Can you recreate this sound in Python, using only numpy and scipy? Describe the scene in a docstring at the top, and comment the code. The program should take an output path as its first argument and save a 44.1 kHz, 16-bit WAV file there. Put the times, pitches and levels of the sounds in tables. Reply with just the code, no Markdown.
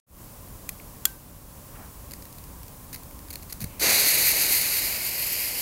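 """Lighting a smoke bomb

A long-necked lighter snaps alight, its body ringing, and is held to the fuse of a smoke bomb on bare
earth. Powder grains pop in brief spits; then the fuse catches and its gas jet hisses over a low roar.
The ground echo interferes with the direct sound and gives it a hollow colour. As the small mono
microphone backs away through faint outdoor rumble, the hiss fades and that colour slides upward."""
import sys
import numpy as np
from scipy import signal
from scipy.fft import rfft, irfft
from scipy.io import wavfile
from scipy.ndimage import uniform_filter1d, minimum_filter1d, map_coordinates

SR = 44100
rng = np.random.default_rng(int(sys.argv[2]) if len(sys.argv) > 2 else 0)


def digitize_waveform(pressure):
    """Quantize a signal to 16-bit integers and store it at the path in sys.argv[1].

    Rows of a 2-D input are taken as channels; values are limited to [-1, 1].
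    """
    field = np.atleast_2d(pressure).T
    bounded = np.clip(field, -1, 1)
    quanta = np.round(bounded * 32767).astype(np.int16)
    wavfile.write(sys.argv[1], SR, quanta)


N = 247401
T = np.arange(N) / SR

# Outdoor rumble and microphone hiss: (frequency [Hz], relative spectral level [dB])
AIR_SPECTRUM = [(12, -35), (20, -10.5), (53, -2.5), (181, -11), (247, -14.5), (284, -14), (375, -22),
                (408, -20), (797, -23.5), (1080, -25.5), (1840, -31), (3700, -34), (15800, -25)]
# Soft bands of distant noise: (centre [Hz], width [Hz], level [dB])
DISTANT_BANDS = [(560, 66, -64.5), (1040, 236, -60.5)]
# Thuds and rustles: (time [s], level [dB], duration [s], centre [Hz], width [octaves])
THUD_EVENTS = [(0.511, -41, 0.025, 70, 1), (0.8, -45, 0.0041, 2260, 0.27), (1.762, -52, 0.017, 1700, 0.53),
               (1.815, -52, 0.11, 784, 1.0), (3.631, -33.5, 0.021, 141, 0.57),
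               (3.643, -27, 0.0063, 80.5, 0.98), (3.663, -34.5, 0.015, 75, 0.64),
               (3.743, -57.5, 0.11, 2400, 0.27)]
# Blows within the lighter: (time [s], gain [dB], ring time [factor], place [0 catch to 1 igniter])
LIGHTER_BLOWS = [(0.6912, -10, 0.59, 0.028), (0.6932, -19, 0.76, 0.1), (1.0539, 3, 0.96, 0.97),
                 (1.0547, -7.5, 1.0, 0.6)]
# Its modes: (frequency [Hz], level struck at catch [dB], level struck at igniter [dB], T60 [s])
LIGHTER_MODES = [(1430, -22, -23, 0.0085), (1557, -61, -43.5, 0.33), (1900, -19, -20.5, 0.015),
                 (2400, -14, -54, 0.02), (3344, -37, -14, 0.023), (4280, -15.5, -22, 0.012),
                 (4860, -42, -19.5, 0.012), (6840, -24, -14, 0.013), (7550, -28, -23, 0.032),
                 (8400, -16, -13.5, 0.013), (10500, -18, -34, 0.0076), (11460, -13, -38, 0.016),
                 (13030, -24, -8, 0.015), (13200, -12, -21, 0.01), (15000, -17, -16, .008)]
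# Distinct spits, the last as the fuse catches: (time [s], level [dB], duration [s])
CLEAR_SPITS = [(2.11, -39, 0.003), (2.118, -36.5, 0.0022), (2.135, -37, 0.0026), (2.222, -44.5, 0.0056),
               (2.254, -43.5, 0.003), (2.383, -44, 0.005), (2.44, -40, 0.0013), (2.632, -42, 0.0027),
               (2.929, -38, 0.011), (2.943, -36, 0.0092), (2.96, -37, 0.0024), (3.034, -42, 0.0021),
               (3.191, -43, 0.0025), (3.304, -37, 0.0094), (3.329, -38.5, 0.013), (3.356, -31.5, 0.0034),
               (3.4255, -38.5, 0.0012), (3.497, -43, 0.018), (3.525, -31.5, 0.0061), (3.604, -37, 0.0069),
               (3.613, -37, 0.02), (3.641, -32, 0.0052), (3.796, -32.5, 0.02)]
# Colour of a spit: (frequency [Hz], relative spectral level [dB])
SPIT_SPECTRUM = [(300, -9), (1000, -11), (2100, -2), (3200, -7), (4300, 0.5), (8000, -4), (12000, 3.5),
                 (15700, -0.5)]
# Lag of the ground echo behind the direct sound: (time [s], delay [ms])
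ECHO_DELAY = [(2.0, 0.43), (3.9, 0.47), (4.4, 0.45), (4.65, 0.46), (4.88, 0.433), (5.28, 0.42), (5.6, 0.41)]
# Colour of the jet: (frequency [Hz], relative spectral level near [dB], the same far [dB])
JET_SPECTRUM = [(296, -29, -18.5), (965, -13.5, -12.5), (1650, -9.5, -8.5), (2100, -2, -0.5),
                (3460, -6.5, -5), (4450, 0, 0), (5700, -4.5, -2.5), (6470, -3, -3), (7600, -5, -4),
                (9470, -3, -1.5), (12100, 3, 5.5), (14000, 0, 2), (15400, -8.5, -4)]
# Contour that drives the jet's surges, distance loss included: (time [s], nominal level [dB])
HISS_CONTOUR = [(3.825, -21), (3.903, -19), (4.091, -20), (4.169, -22), (4.303, -19), (4.337, -24),
                (4.431, -21), (4.471, -24), (4.535, -20), (4.693, -27), (4.733, -24), (5.005, -31),
                (5.093, -27), (5.169, -31), (5.183, -28), (5.495, -28), (5.513, -31), (5.6, -28)]
# Colour of the flame's roar: (frequency [Hz], relative spectral level [dB])
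ROAR_SPECTRUM = [(40, -37), (150, -9), (300, -2.5), (600, 2), (1000, 1.5), (1500, -3), (3000, -26)]

HEAT_S, IGNITION_S = 1.9, 3.7945  # the fuse starts to heat; it catches
RETREAT_S, RETREAT_LENGTH_S, RETREAT_LOSS_DB = 4.42, 0.73, 7
EDGE_HZ = 15830  # upper band limit


def outdoor_air(level_db=-44.5, near_db=1.22, far_db=-2, waver_db=0.5):
    """Background noise: steady hiss, bands like far traffic, and a rumble that eases with the retreat."""
    wash = colour(rng.standard_normal(N), AIR_SPECTRUM)
    rumble = signal.sosfiltfilt(signal.butter(2, 1400, fs=SR, output="sos"), wash)
    hiss = wash - rumble
    f, noise = np.fft.rfftfreq(N, 1 / SR), rfft(rng.standard_normal(N))
    bands = sum(gain_of(db) * unit_rms(irfft(noise * np.exp(-2 * ((f - hz) / width) ** 2), N))
                for hz, width, db in DISTANT_BANDS)
    rumble_db = near_db + (far_db - near_db) * retreat() + waver_db * wander(rate_hz=9.7)
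    return gain_of(level_db) * (hiss + rumble * gain_of(rumble_db)) + bands


def thuds():
    """Soft excitation gives swells of band noise: the grip shifts, the flame puffs as the fuse spits."""
    out, octave = np.zeros(N), np.log2(np.fft.rfftfreq(N, 1 / SR) + 1)
    for s, db, length, hz, width in THUD_EVENTS:
        band = np.exp(-0.5 * ((octave - np.log2(hz)) / width) ** 2)
        noise = irfft(rfft(rng.standard_normal(N)) * band, N)
        swell = np.exp(-2 * ((T - s) / length) ** 2)
        out += gain_of(db) * noise * swell * np.linalg.norm(swell) / np.linalg.norm(noise * swell)
    return out


def lighter(crack_db=-14, crack_t60=0.018, yard_db=-42, yard_t60=0.41, attack_s=0.00025):
    """Impact excitation: sprung blows crack and ring the plastic's modes; the yard scatters a tail."""
    out, t = np.zeros(N), np.arange(SR // 3) / SR
    crack_spectrum = [(500, -31), (1500, -5), (7000, 1), (14000, 5.5)]
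    yard_spectrum = [(1000, -8), (4500, -5), (6500, -3), (9500, -4), (12500, 5), (15500, -5)]
    for s, db, ring, place in LIGHTER_BLOWS:
        body = np.zeros(len(t))
        for k, (hz, catch_db, igniter_db, t60) in enumerate(LIGHTER_MODES):
            mode_db = np.interp(place, [0, 1], [catch_db, igniter_db]) - 60 * t / (t60 * ring)
            body += gain_of(mode_db) * (-1) ** k * np.sin(2 * np.pi * hz * t)
        crack = colour(rng.standard_normal(len(t)), crack_spectrum)
        crack *= gain_of(crack_db - 60 * t / crack_t60)
        tail = colour(rng.standard_normal(len(t)), yard_spectrum)
        tail *= gain_of(yard_db - 60 * t / yard_t60)
        add(out, s, gain_of(db) * (body + crack + tail) * (1 - np.exp(-t / attack_s)))
    return out


def powder_pops(per_s, spread_db):
    """Shot noise: grains burst independently, a few much larger than the rest."""
    size = gain_of(spread_db * np.minimum(rng.exponential(1, N), 4))
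    return unit_rms(size * rng.choice([-1, 1], N) * (rng.random(N) < per_s / SR))


def heating_ticks(per_s=5.5, level_db=-47.5, spread_db=8, length_s=0.0019):
    """A random point process: faint spits of the heating fuse, as rows like CLEAR_SPITS."""
    gaps, strengths, lengths = rng.random((60, 3)).T
    times = HEAT_S + np.cumsum(0.25 + 1.5 * gaps) / per_s
    return [(s, level_db + spread_db * (2 * strength - 1), length_s * (0.5 + length))
            for s, strength, length in zip(times, strengths, lengths) if s < IGNITION_S]


def fuse_spits(fizz_db=-12, fizz_t60=0.35):
    """Superposed impulses: each spit is a tapering cluster of pops whose fizz decays exponentially."""
    out, grains = np.zeros(N), powder_pops(per_s=12000, spread_db=3)
    for s, db, length in CLEAR_SPITS + heating_ticks():
        cluster = grains[round(s * SR):][:max(round(length * SR), 40)]
        add(out, s, gain_of(db) * unit_rms(cluster * np.linspace(1, 0.6, len(cluster))))
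    power_decay = gain_of(-60 * np.arange(SR // 6) / SR / fizz_t60) ** 2
    fizz_power = abs(signal.fftconvolve(out ** 2, power_decay / power_decay.sum())[:N])
    fizz = np.sqrt(fizz_power) * rng.standard_normal(N)
    return colour(out + gain_of(fizz_db) * fizz, SPIT_SPECTRUM)


def ground_reflection(direct, reflectance=0.48, dull_hz=6500, glint_hz=9000, glint_lag_ms=0.068):
    """Comb filtering: a dulled echo and a later glint of treble interfere with the direct sound."""
    f, spectrum = np.fft.rfftfreq(N, 1 / SR), rfft(direct)
    delay_ms = curve(ECHO_DELAY)
    echo = irfft(spectrum * reflectance / np.sqrt(1 + (f / dull_hz) ** 4), N)
    glint = irfft(spectrum / np.sqrt(1 + (glint_hz / (f + 1)) ** 8), N)
    glint *= np.interp(retreat(), [0, 1], [0.15, 0.38])
    return direct + delayed(echo, delay_ms) + delayed(glint, delay_ms + glint_lag_ms)


def burning_fuse(grain_share=0.25, steady_db=-20.5, flare_s=0.078, jet_rise_s=0.031, roar_rise_s=0.024):
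    """Jet and combustion noise: gas full of bursting grains flares and surges over the flame's roar."""
    distance, age = retreat(), np.maximum(T - IGNITION_S, 0)
    loss_db = RETREAT_LOSS_DB * distance
    flare = age / flare_s * np.exp(1 - age / flare_s)
    # departure from an even burn, as heard close by
    surge_db = curve(HISS_CONTOUR) + loss_db - steady_db + 0.83 * wander(rate_hz=32)
    gas = np.sqrt(1 - grain_share) * rng.standard_normal(N)
    gas += np.sqrt(grain_share) * powder_pops(per_s=6000, spread_db=3)
    near = colour(gas, [(hz, db) for hz, db, _ in JET_SPECTRUM])
    far = colour(gas, [(hz, db) for hz, _, db in JET_SPECTRUM])
    jet = (1 - distance) * near + distance * far
    # the treble beams along the jet, so it follows the surges more than the body does
    treble = signal.sosfiltfilt(signal.butter(3, 8500, "high", fs=SR, output="sos"), jet)
    top = unit_rms(treble) * gain_of(-23 - 4 * flare + 1.3 * surge_db)
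    body = unit_rms(jet - treble) * gain_of(-26.5 + 2.5 * flare + 0.64 * surge_db)
    hiss = (top + body) * np.minimum(age / jet_rise_s, 1)
    # the roar swells with the flare and thins when the jet surges
    roar_db = -40.5 + 10 * flare - 0.39 * surge_db + 1.1 * wander(rate_hz=110)
    roar = colour(powder_pops(per_s=4000, spread_db=2), ROAR_SPECTRUM)
    roar *= gain_of(roar_db) * np.minimum(age / roar_rise_s, 1) ** 2
    return gain_of(-loss_db) * (hiss + roar)


def retreat():
    """Uniform motion: the microphone backs away from 0 (near) to 1 (far)."""
    return np.clip((T - RETREAT_S) / RETREAT_LENGTH_S, 0, 1)


def colour(x, points):
    """Spectral shaping by (frequency [Hz], level [dB]) points; white noise keeps its power."""
    hz, db = np.transpose(points)
    f = np.fft.rfftfreq(len(x), 1 / SR)
    response = gain_of(np.interp(np.log(f + 1), np.log(hz), db)) * (f < EDGE_HZ)
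    return irfft(rfft(x) * unit_rms(response), len(x))


def wander(rate_hz):
    """Random modulation: low-passed noise of unit rms."""
    f = np.fft.rfftfreq(N, 1 / SR)
    return unit_rms(irfft(rfft(rng.standard_normal(N)) / (1 + (f / rate_hz) ** 4), N))


def curve(rows):
    """Linear interpolation of (time, value) rows at every sample."""
    return np.interp(T, *np.transpose(rows))


def delayed(x, ms):
    """Propagation delay along a path of changing length."""
    return map_coordinates(x, [np.arange(N) - ms / 1000 * SR], order=5)


def gain_of(db):
    """Amplitude ratio of a level in decibels."""
    return 10 ** (np.asarray(db) / 20)


def unit_rms(x):
    """Normalisation to unit power."""
    return x / np.sqrt(np.mean(x ** 2) + 1e-20)


def add(mix, s, sound):
    """Superposition of a sound starting at time s."""
    part = mix[max(round(s * SR), 0):][:len(sound)]
    part += sound[:len(part)]


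def scene():
    """Superposition at one microphone: fuse with ground echo, lighter, thuds and outdoor air."""
    fade_in = np.clip((T - 0.065) / 0.15, 0, 1)
    fuse = ground_reflection(fuse_spits() + burning_fuse())
    mono = fuse + lighter() + thuds() + fade_in * outdoor_air()
    return np.array([mono, mono])


def record(dry, limit_db=-16, slope=0.49, hold_s=0.42, smooth_s=0.048, ceiling=0.75):
    """Automatic gain control ducks at the snap, holds and recovers; saturation and a band limit follow."""
    power_db = 10 * np.log10(abs(uniform_filter1d(dry[0] ** 2, size=130)) + 1e-12)
    over_db, hold = np.maximum(power_db - limit_db, 0), round(hold_s * SR)
    held_db = -minimum_filter1d(-over_db, hold, origin=(hold - 1) // 2)  # peak over the last hold_s
    pole = np.exp(-1 / (smooth_s * SR))
    ducked = dry / gain_of(slope * signal.lfilter([1 - pole], [1, -pole], held_db))
    clipped = ducked / (1 + (ducked / ceiling) ** 6) ** (1 / 6)
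    low_pass = signal.firwin(511, EDGE_HZ, window=("kaiser", 9), fs=SR)
    return signal.oaconvolve(clipped, low_pass[None], "same", axes=1)


dry = scene()
out = record(dry)
digitize_waveform(out)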